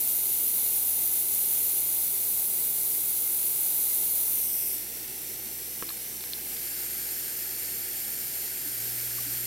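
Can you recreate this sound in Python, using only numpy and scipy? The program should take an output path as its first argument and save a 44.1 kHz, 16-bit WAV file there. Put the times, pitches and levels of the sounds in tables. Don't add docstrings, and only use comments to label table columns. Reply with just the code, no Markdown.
import sys
import numpy as np
from scipy import signal
from scipy.fft import rfft, irfft, next_fast_len
from scipy.io import wavfile
from scipy.ndimage import map_coordinates

SR = 44100
rng = np.random.default_rng(int(sys.argv[2]) if len(sys.argv) > 2 else 0)


def store_wav(level_fs):
    pcm = np.round(np.clip(np.atleast_2d(level_fs), -1, 1) * 32767)
    wavfile.write(sys.argv[1], SR, pcm.T.astype(np.int16))


N = 417186

# (start [s], duration [s])
LIFT, TURN, LAY = (4.19, 0.45), (4.67, .2), (6.25, .58)


def amp(db):
    return 10 ** (np.asarray(db) / 20)


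def unit(x):
    return x / np.sqrt(np.mean(x ** 2) + 1e-20)


def along(points, hz):
    point_hz, point_db = np.transpose(points)
    return np.interp(np.log(hz + 1), np.log(point_hz + 1), point_db)


def humps(modes, hz):
    return sum(db / (1 + (2 * (hz - centre) / width) ** 2) for centre, width, db in modes)


def wobble(rate):
    return map_coordinates(rng.standard_normal(int(N * rate / SR) + 4), [np.arange(N) * rate / SR])


def filtered(x, response):
    size = next_fast_len(N + SR // 2)
    return irfft(rfft(x, size) * response(np.fft.rfftfreq(size, 1 / SR)), size)[..., :N]


def panned(left_db):
    return amp(np.array([[.5], [-.5]]) * left_db)


def delayed(hz, ms):
    phase = (2 * np.pi * hz * ms / 1000).astype(np.float32)
    return np.cos(phase) - 1j * np.sin(phase)


def eased(t, start, length):
    return np.sin(np.pi / 2 * np.clip((t - start) / length, 0, 1)) ** 2


def staged(values, t):
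    steps = zip(np.diff(values), (LIFT, TURN, LAY))
    return values[0] + sum(step * eased(t, *move) for step, move in steps)


def travelled(t):
    return np.clip((t - LIFT[0]) / (sum(LAY) - LIFT[0]), 0, 1)


def hand_shifts(t):
    # (start [s], duration [s], level [dB], echo strength [ratio], echo delay [ms])
    shifts = [(1.92, .15, -1, -.15, -0.0078), (3.4, 0.52, 0.85, 0.09, 0.0055), (8.72, 0.25, 1, -.09, -.012)]
    return sum(np.outer(changes, eased(t, start, length)) for start, length, *changes in shifts)


def clutter(hz, way, mean_ms=2.6, spread_ms=1.8, drift_ms=1.1, count=9):
    total = 0
    for distance, direction, sign in rng.uniform(-1, 1, (count, 3)):
        ms = mean_ms + spread_ms * distance + drift_ms * direction * way
        total = total + np.sign(sign) * delayed(hz, ms)
    return total / np.sqrt(count)


def echoes(hz, t, surface_hz=6000, bass_share=0.44):
    # (delay at joint [ms], delay on bench [ms], signed gain [ratio])
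    far_echoes = [(0.508, 0.565, 0.093), (0.866, 0.681, 0.019), (.915, 1.02, -0.039), (1.1, 1, -0.0058),
                  (1.19, 1.681, -0.037), (1.46, 1.625, 0.037), (1.56, 1.53, -0.052), (2.657, 2, -0.11)]
    _, shift_strength, shift_ms = hand_shifts(t)
    way = travelled(t)
    nearest_ms = staged((0.2875, 0.368, 0.373, .427), t) + shift_ms
    strength = staged((0.46, 0.54, .16, 0.21), t) + shift_strength
    stray = staged((.06, .06, 0.26, .06), t) * clutter(hz, way, mean_ms=1.1, spread_ms=.6, drift_ms=0.69)
    mirror = bass_share + (1 - bass_share) / (1 + (surface_hz / (hz + 1)) ** 4)
    paths = 1 + mirror * (strength * delayed(hz, nearest_ms) + stray)
    for joint_ms, bench_ms, gain in far_echoes:
        paths = paths + gain * delayed(hz, joint_ms + way * (bench_ms - joint_ms))
    return paths


def exhaust_port(hz, t, away, lying):
    # (frequency [Hz], level [dB])
    facing = [(200, -41), (780, -15.5), (1150, -20), (1450, -18), (1850, -23), (2150, -15), (3100, -16.5),
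              (5000, -12.5), (7400, -14.5), (8900, -9.5), (11400, -3.5), (12400, -6), (13100, -2.5),
              (14700, -3), (15800, -15)]
    averted = [(200, -25), (700, -21), (1150, -18.5), (1800, -10), (2700, -9), (3900, -10.5), (5700, -7.5),
               (6700, -9.5), (8900, -7.5), (9900, -6.5), (11500, -2.5), (12700, 0), (14400, -4),
               (15800, -9.5)]
    resting = [(200, -23), (750, -22.5), (1050, -24.5), (1450, -10), (2600, -9.5), (3750, -14), (4500, -8),
               (6800, -9.5), (8100, -10.5), (10000, -9.5), (11600, -3), (13200, -3.5), (14600, -11.5),
               (15800, -11)]
    # (frequency [Hz], width [Hz], gain [dB])
    head = [(805, 105, 5), (2103, 83, 3), (4300, 510, 2.5), (5960, 760, 2.5), (8420, 410, 4),
            (9080, 250, 2.5), (10530, 200, 1.5), (11440, 250, 2), (13250, 250, 2), (14100, 300, 0)]
    over_board = [(5700, 1100, 2.5), (7400, 1200, -0.5), (12900, 1200, 2)]
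    nook = [(6300, 230, -4), (7600, 150, 5.5), (8170, 420, -6.5), (9010, 520, 8.5), (10900, 270, -7),
            (11780, 300, 4), (12400, 300, 1.5), (12950, 250, -2), (14700, 400, 7)]
    hovering = eased(t, *LIFT) - eased(t, *TURN)
    aside_db = (1 - lying) * along(averted, hz) + lying * (along(resting, hz) + humps(nook, hz))
    pose_db = (1 - away) * along(facing, hz) + away * aside_db
    return amp(pose_db + humps(head, hz) + hovering * humps(over_board, hz))


def burner(split_hz=7500, scatter_hz=5200, flutter_db=0.38, sputter_db=0.5):
    hz, t, jet = signal.stft(rng.standard_normal(N), SR, nperseg=1024)
    hz = hz[:, None]
    away = staged((.12, 0.49, 1, 1), t)
    lying = 0.73 * eased(t, *LAY)
    scatter = (0.22 + 0.3 * away) / (1 + (scatter_hz / (hz + 1)) ** 8)
    sides = np.array([clutter(hz, travelled(t)) for _ in range(2)])
    colour = exhaust_port(hz, t, away, lying) * (echoes(hz, t) + scatter * sides)
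    power = np.abs(colour) ** 2
    shift_db = hand_shifts(t)[0]
    body_db = -41.5 - 3 * away ** 1.5 + 3.5 * lying + shift_db
    treble_db = -25.5 - 10 * away ** 1.9 + 4.5 * lying + shift_db
    beam = 1 / (1 + (split_hz / (hz + 1)) ** 8)
    gain = 0
    for band_db, share in [(body_db, 1 - beam), (treble_db, beam)]:
        band_rms = np.sqrt(np.mean(share * power, axis=1, keepdims=True))
        gain = gain + share * amp(band_db) / band_rms
    place = panned(staged((-.15, -.1, -1, -.6), t))[:, None]
    hiss = signal.istft(jet * colour * gain * place, SR, nperseg=1024)[1][:, :N]
    return hiss * amp(flutter_db * wobble(22) + sputter_db * wobble(400))


def fan(air_db=-53.5, murmur_db=-57.0, pan_db=-2):
    # (frequency [Hz], relative level [dB])
    air_spectrum = [(20, -28), (95, -28), (140, -6.5), (180, -12.5), (330, -2), (430, -4), (560, -8.5),
                    (850, -10), (1100, -20.5), (3000, -35), (15000, -40)]
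    murmur_spectrum = [(20, -14), (45, -5), (80, -4), (130, 2), (240, 1.5), (370, 0.5), (600, -4),
                       (800, -7), (1200, -11.5), (2000, -41), (15000, -59)]
    # (frequency [Hz], width [Hz], gain [dB])
    housing = [(141, 16, 6.5), (214, 16, 12.7), (240, 9.8, 3.5), (299, 14, 4), (346, 45, 4.4),
               (382.3, 14, 7.5), (477, 32, 7.5), (802, 64, 7)]
    air = filtered(rng.standard_normal(N), lambda hz: amp(along(air_spectrum, hz) + humps(housing, hz)))
    murmur = filtered(rng.standard_normal((2, N)), lambda hz: amp(along(murmur_spectrum, hz)))
    return (amp(air_db) * unit(air) + amp(murmur_db) * unit(murmur)) * panned(pan_db)


def hum(waver_db=-1.2, surge_db=-53.5):
    # (frequency [Hz], level [dB], left minus right [dB], left phase lag [rad])
    lines = [(59.1, -61.5, 2.5, 0.47), (120.03, -63, -2.8, .25), (241, -74.5, -6, .05),
             (377, -70.5, -1.7, .13)]
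    t = np.arange(N) / SR

    def tone(hz, pan, lag):
        return np.sqrt(2) * np.sin(2 * np.pi * hz * t - np.array([[lag], [0]])) * panned(pan)

    steady = sum(amp(db + waver_db * wobble(3)) * tone(hz, pan, lag) for hz, db, pan, lag in lines)
    mains_hz, _, pan, lag = lines[1]
    surge = amp(surge_db) * eased(t, start=8.63, length=.26) * tone(mains_hz, pan, lag)
    return steady + surge


def clicks(crack_db=-12, crack_t60=0.008, pan_db=-1):
    # (time [s], gain [dB], centre frequency [Hz], spread [octaves], rise time [ms])
    contacts = [(5.8244, -26, 700, 2.3, 0.39), (5.8304, -29, 400, .8, .6), (5.8903, -30, 2500, 0.66, 0.33),
                (5.892, -20, 4170, 0.1, 0.53), (5.904, -33.5, 1700, 1.3, .4), (6.208, -30, 4300, .8, .4),
                (6.2388, -28, 3500, 0.9, 0.61), (6.3342, -18.5, 4120, 0.19, 0.23),
                (6.568, -30.5, 4300, 0.65, .3), (8.655, -24, 276, .15, 9), (9.182, -24, 1130, 0.093, 5.1),
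                (9.262, -17.5, 288, .1, 15)]
    # (frequency [Hz], relative level [dB], time to decay by 60 dB [s])
    modes = [(289, -13, 0.11), (410, -1, 0.024), (1138, -6, 0.034), (1300, -0.5, 0.016), (1630, 0, 0.012),
             (2390, 3, 0.0064), (3670, 1, 0.0066), (4170, -0.5, 0.0091), (4600, 2.5, 0.0047)]
    out, t = np.zeros(N + SR), np.arange(SR // 6) / SR
    mode_hz, mode_db, t60 = np.transpose(modes)[:, :, None]
    for start, db, centre_hz, spread, rise_ms in contacts:
        share = np.exp(-.5 * (np.log2(mode_hz / centre_hz) / spread) ** 2)
        ring = np.sum(share * amp(mode_db - 60 * t / t60) * np.sin(2 * np.pi * mode_hz * t), axis=0)
        rise = 1 - np.exp(-1000 * t / rise_ms)
        crack = spread * amp(crack_db - 60 * t / crack_t60) * rng.standard_normal(len(t))
        out[round(start * SR):][:len(t)] += amp(db) * (ring * rise + crack)
    return out[:N] * panned(pan_db)


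def scene():
    return burner() + clicks() + fan() + hum()


def record(dry, top_hz=15850):
    return filtered(dry, lambda hz: hz < top_hz)


dry = scene()
out = record(dry)
store_wav(out)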